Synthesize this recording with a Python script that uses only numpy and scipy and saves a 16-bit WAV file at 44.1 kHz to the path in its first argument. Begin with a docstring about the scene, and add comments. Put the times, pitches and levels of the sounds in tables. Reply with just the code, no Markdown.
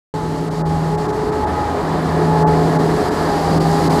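"""Street sweeper approaching

A street sweeper creeps up an asphalt road towards a listener at ground level. Its diesel drones
at a governed speed, a hydraulic pump whines and sags under load, fan and body roar, and the steel
brooms hiss over grit. The sound cuts in abruptly, and now and then the treble dips briefly."""
import sys
import numpy as np
from scipy import signal
from scipy.fft import rfft, irfft
from scipy.io import wavfile
from scipy.ndimage import uniform_filter1d

SR = 44100
rng = np.random.default_rng(int(sys.argv[2]) if len(sys.argv) > 2 else 0)


def digitize_waveform(pressure):
    """Quantize a signal to 16-bit integers and store it at the path in sys.argv[1].

    Rows of a 2-D input are taken as channels; values are limited to [-1, 1].
    """
    field = np.atleast_2d(pressure).T
    bounded = np.clip(field, -1, 1)
    quanta = np.round(bounded * 32767).astype(np.int16)
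    wavfile.write(sys.argv[1], SR, quanta)


N = 176400

# diesel firing rate (time [s], rate [Hz])
FIRING_RATE = [(.15, 80.2), (1.9, 80.2), (2.6, 80.4), (3.1, 80.6), (4, 80.8)]
# fader rides for the firing throb and the exhaust drone, before trim (time [s], level [dB])
THROB_RIDE = [(0.16, -39), (0.19, -48), (0.77, -27), (0.85, -45), (1.49, -25.5), (1.82, -31), (1.87, -52),
              (1.92, -34), (2.59, -27.5), (2.76, -53), (2.8, -35), (3.37, -33), (3.46, -27), (4.0, -32)]
DRONE_RIDE = [(.16, -23.5), (.45, -23.5), (.62, -17.5), (.77, -17), (.95, -18.5), (1.15, -35.5),
              (1.45, -42.5), (1.72, -35), (1.88, -22.5), (2.15, -18), (2.47, -14.5), (2.68, -17.5),
              (2.82, -16), (2.95, -19.5), (3.07, -36), (3.25, -25), (3.42, -22.5), (3.56, -15), (3.7, -14),
              (3.8, -20), (3.9, -17), (4, -19.5)]
# crankshaft overtones (multiple of the shaft rate, relative level [dB])
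SHAFT_OVERTONES = [(7, -30.5), (9, -34), (10, -36.5), (15, -35.5), (17, -34.5), (18, -31.5), (27, -47)]
# one ride for all those overtones (time [s], gain [dB])
SHAFT_RIDE = [(.14, -11), (1.2, -15), (2.1, -0.5), (2.45, -1), (2.65, 2.5), (2.85, -0.5), (3.1, -0.5),
              (3.35, 0.5), (3.55, 0.5), (4, -4.5)]

# pitch of the hydraulic whine (time [s], pitch [Hz])
PUMP_PITCH = [(.15, 428.6), (.32, 427.6), (.55, 423), (.7, 415), (.82, 414), (1.0, 421.5), (1.15, 425),
              (1.38, 426.7), (1.5, 421.8), (1.6, 418), (1.78, 413.5), (2.1, 425), (2.48, 427.7),
              (2.7, 420.2), (3.2, 428), (3.36, 409.2), (3.5, 397.3), (3.68, 403.1), (3.85, 415), (4, 415)]
# rides for pump harmonics 1 to 4, the first two before trim (time [s], level [dB])
PUMP_RIDE_1 = [(.16, -27), (.55, -29), (.85, -33.5), (1.0, -21), (1.36, -19.5), (1.52, -34), (1.7, -36),
               (1.79, -16), (1.87, -43), (2.05, -35), (2.2, -21.5), (2.48, -19), (2.66, -25.5),
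               (2.79, -21.5), (2.97, -20.5), (3.2, -24), (3.42, -30.5), (3.7, -25.5), (4, -20.5)]
PUMP_RIDE_2 = [(.16, -28.5), (.5, -35), (.72, -23.5), (.88, -29.5), (1.0, -25.5), (1.22, -32.5),
               (1.45, -20), (1.54, -31), (1.62, -18.5), (1.85, -36), (2.1, -32), (2.25, -23), (2.48, -18),
               (2.64, -34), (2.77, -22), (2.96, -38.5), (3.35, -23.5), (3.6, -26), (3.76, -23), (4, -26)]
PUMP_RIDE_3 = [(.16, -44.5), (1.25, -44.5), (1.55, -33), (1.75, -37.5), (1.95, -50), (2.5, -38.5),
               (3.0, -57), (3.55, -34), (4, -46)]
PUMP_RIDE_4 = [(.16, -64), (1.8, -55), (2.25, -40.5), (2.85, -51), (3.15, -35), (3.35, -48.5), (4, -46)]

# tone colour of the fan and body roar (frequency [Hz], relative level [dB])
ROAR_EQ = [(20, -23), (32, -17), (43, -3.5), (60, -6.5), (100, -6), (135, -2), (180, 0), (235, -2.5),
           (295, 3.5), (335, 0), (370, 1), (450, -1), (540, -4.5), (700, -3.5), (920, -4), (1100, -8.5),
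           (1270, -11), (1480, -16.5), (1800, -15.5), (2100, -23), (2600, -31), (4000, -30), (8000, -72)]
# rides for the roar's three bands, mids and upper mids before trim (time [s], level [dB])
BASS_RIDE = [(0.16, -31), (0.29, -26), (1.03, -28.5), (1.08, -23.5), (1.71, -26.5), (1.97, -23),
             (2.63, -24.5), (2.77, -20), (3.47, -25.5), (3.56, -19), (3.69, -23.5), (4.0, -16.5)]
MIDS_RIDE = [(0.16, -33), (2.67, -23), (2.77, -24.5), (3.03, -24), (3.06, -28.5), (3.57, -21), (3.58, -26),
             (4.0, -23)]
UPPER_MIDS_RIDE = [(.16, -31.5), (.6, -31), (1.1, -28.5), (1.5, -26), (2.0, -25), (2.55, -24.5),
                   (2.85, -24), (3.3, -24), (3.6, -25.5), (4, -21.5)]

# tone colours of the broom scrape and the steel bristles' ring (frequency [Hz], relative level [dB])
SCRAPE_EQ = [(800, -29), (1800, 1.5), (2600, -5), (3200, -4.5), (3550, -5.5), (4100, -1), (4600, -0.5),
             (5050, -4.5), (5400, -4), (5850, -6.5), (7000, -5.5), (8400, -6.5), (9200, -10), (10600, -9),
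             (13300, -15.5), (14200, -19), (15100, -18)]
RING_EQ = [(2500, -50), (3700, -19), (4200, -5), (4600, -3.5), (4800, 1), (5000, -3), (5600, -15),
           (7000, -50)]
# ride for scrape and ring together, before trim (time [s], level [dB])
BROOM_RIDE = [(.16, -41), (.9, -40), (1.6, -41.5), (2.3, -39), (3.0, -36), (3.6, -34.5), (4, -31.5)]

# brief dips of the treble (time [s], hold at the bottom [s], gain [dB])
TREBLE_DIPS = [(.499, .001, -22), (.638, 0.022, -23), (.968, 0.00098, -25), (1.076, .001, -12),
               (1.119, .001, -13), (1.310, .002, -10), (1.459, .002, -14), (2.452, .022, -23),
               (2.782, 0.0027, -14), (3.102, .002, -9), (3.594, .001, -21), (3.891, 0.00099, -21)]


def diesel(throb_trim_db=-1, drone_trim_db=-1.5):
    """Two firings a turn: a throb, the exhaust drone an octave up, and rougher shaft overtones."""
    shaft = turn(curve(FIRING_RATE) / 2)
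    firing = 2 * shaft
    throb = tone(firing, scatter=0.21, flutter_hz=22) * undb(curve(THROB_RIDE) + throb_trim_db)
    drone = tone(2 * firing, scatter=0.037, flutter_hz=28) * undb(curve(DRONE_RIDE) + drone_trim_db)
    overtones = sum(undb(db) * tone(round(multiple) * shaft, scatter=0.28, flutter_hz=14)
                    for multiple, db in SHAFT_OVERTONES)
    return throb + drone + overtones * undb(curve(SHAFT_RIDE))


def hydraulic_pump(first_trim_db=-2, second_trim_db=-0.5):
    """A whine that sags under load; its four harmonics swell and fade as the machine moves."""
    phase = turn(curve(PUMP_PITCH) * (1 + 0.001 * wander(20)))
    rides = [curve(PUMP_RIDE_1) + first_trim_db, curve(PUMP_RIDE_2) + second_trim_db,
             curve(PUMP_RIDE_3), curve(PUMP_RIDE_4)]
    return sum(undb(db) * tone(harmonic * phase, scatter=0.2, flutter_hz=30)
               for harmonic, db in enumerate(rides, 1))


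def body_roar(rumble_db=-33, mids_trim_db=-2, upper_trim_db=-1.5):
    """Fan and body noise: a steady rumble under three bands that swell and flutter on their own."""
    noise = colour(rng.standard_normal(N), ROAR_EQ)
    rumble, rest = split(noise, hz=124)
    bass, rest = split(rest, hz=401)
    mids, upper = split(rest, hz=750)
    bass = unit(bass) * undb(curve(BASS_RIDE) + 0.68 * wander(25.02))
    mids = unit(mids) * undb(curve(MIDS_RIDE) + mids_trim_db + 0.4 * wander(25.32))
    upper = unit(upper) * undb(curve(UPPER_MIDS_RIDE) + upper_trim_db + 0.64 * wander(29.95))
    return unit(rumble) * undb(rumble_db) + bass + mids + upper


def brooms(grit_per_s=2800, grit_mix_db=-12.5, air_db_per_s=0.8, ring_db_per_s=2, trim_db=-0.35):
    """Steel bristles scrape the asphalt, flick grit and ring; the hiss brightens as they near."""
    t = np.arange(N) / SR
    grit = (rng.random(N) < grit_per_s / SR) * rng.standard_normal(N)
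    grit *= undb(1.5 * np.minimum(rng.exponential(size=N), 5))  # a few grains hit harder
    scrape = colour(rng.standard_normal(N) + undb(grit_mix_db) * unit(grit), SCRAPE_EQ)
    hiss, air = split(scrape, hz=9100)
    hiss *= undb(0.67 * wander(39.95))
    air *= undb(air_db_per_s * (t - 6) + 0.25 * wander(40))
    ring = colour(rng.standard_normal(N), RING_EQ)
    ring *= undb(-6 + ring_db_per_s * (t - 3.5) + 1.2 * wander(24.53))
    return (hiss + air + ring) * undb(curve(BROOM_RIDE) + trim_db)


def tone(phase, scatter, flutter_hz):
    """A partial at rms 1, with a share that arrives scattered by shifting reflections."""
    paths = 1 + scatter * (wander(flutter_hz) + 1j * wander(flutter_hz))
    direct = np.exp(1j * (phase + 2 * np.pi * rng.random()))
    return unit(np.real(paths * direct))


def turn(hz):
    """Phase of something turning at hz, from a random start."""
    return 2 * np.pi * (np.cumsum(hz) / SR + rng.random())


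def wander(hz):
    """Smooth random modulation with a spread near 1 and hz new values a second."""
    hold = int(SR / hz)
    steps = np.repeat(rng.standard_normal(N // hold + 1), hold)
    return 1.31 * uniform_filter1d(uniform_filter1d(steps, hold), hold)[:N]


def colour(x, eq):
    """Shape x with an EQ curve and scale it to rms 1."""
    hz, db = np.array(eq).T
    freqs = np.maximum(np.fft.rfftfreq(N, 1 / SR), 1)
    gain = undb(np.interp(np.log(freqs), np.log(hz), db))
    return unit(irfft(rfft(x) * gain, N))


def split(x, hz, order=4):
    """Crossover: the parts of x below and above hz."""
    freqs = np.fft.rfftfreq(N, 1 / SR)
    low = irfft(rfft(x) / (1 + (freqs / hz) ** (2 * order)), N)
    return low, x - low


def curve(rows):
    """Automation: straight ramps between (time, value) points."""
    return np.interp(np.arange(N) / SR, *np.array(rows).T)


def undb(db):
    """Decibels to gain."""
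    return 10 ** (np.asarray(db) / 20)


def unit(x):
    """Scale to rms 1."""
    return x / np.sqrt(np.mean(x ** 2))


def scene():
    """The whole sweeper, in mono."""
    return (diesel() + hydraulic_pump() + body_roar() + brooms())[None]


def record(dry):
    """The treble dips briefly, the sound cuts in after silence, and a steep high cut trims the top."""
    dip_fade_s, start_s, high_cut_hz = 0.015, 0.139, 15350
    t = np.arange(N) / SR
    low, treble = split(dry, hz=1840, order=6)
    for at, hold, db in TREBLE_DIPS:
        recovery = np.clip((np.abs(t - at) - hold / 2) / dip_fade_s, 0, 1)
        treble *= undb(db) + (1 - undb(db)) * recovery
    gate = np.clip((t - start_s) / 0.001, 0, 1)
    high_cut = signal.ellip(10, 0.2, 80, high_cut_hz, fs=SR, output="sos")
    return signal.sosfilt(high_cut, (low + treble) * gate)


dry = scene()
out = record(dry)
digitize_waveform(out)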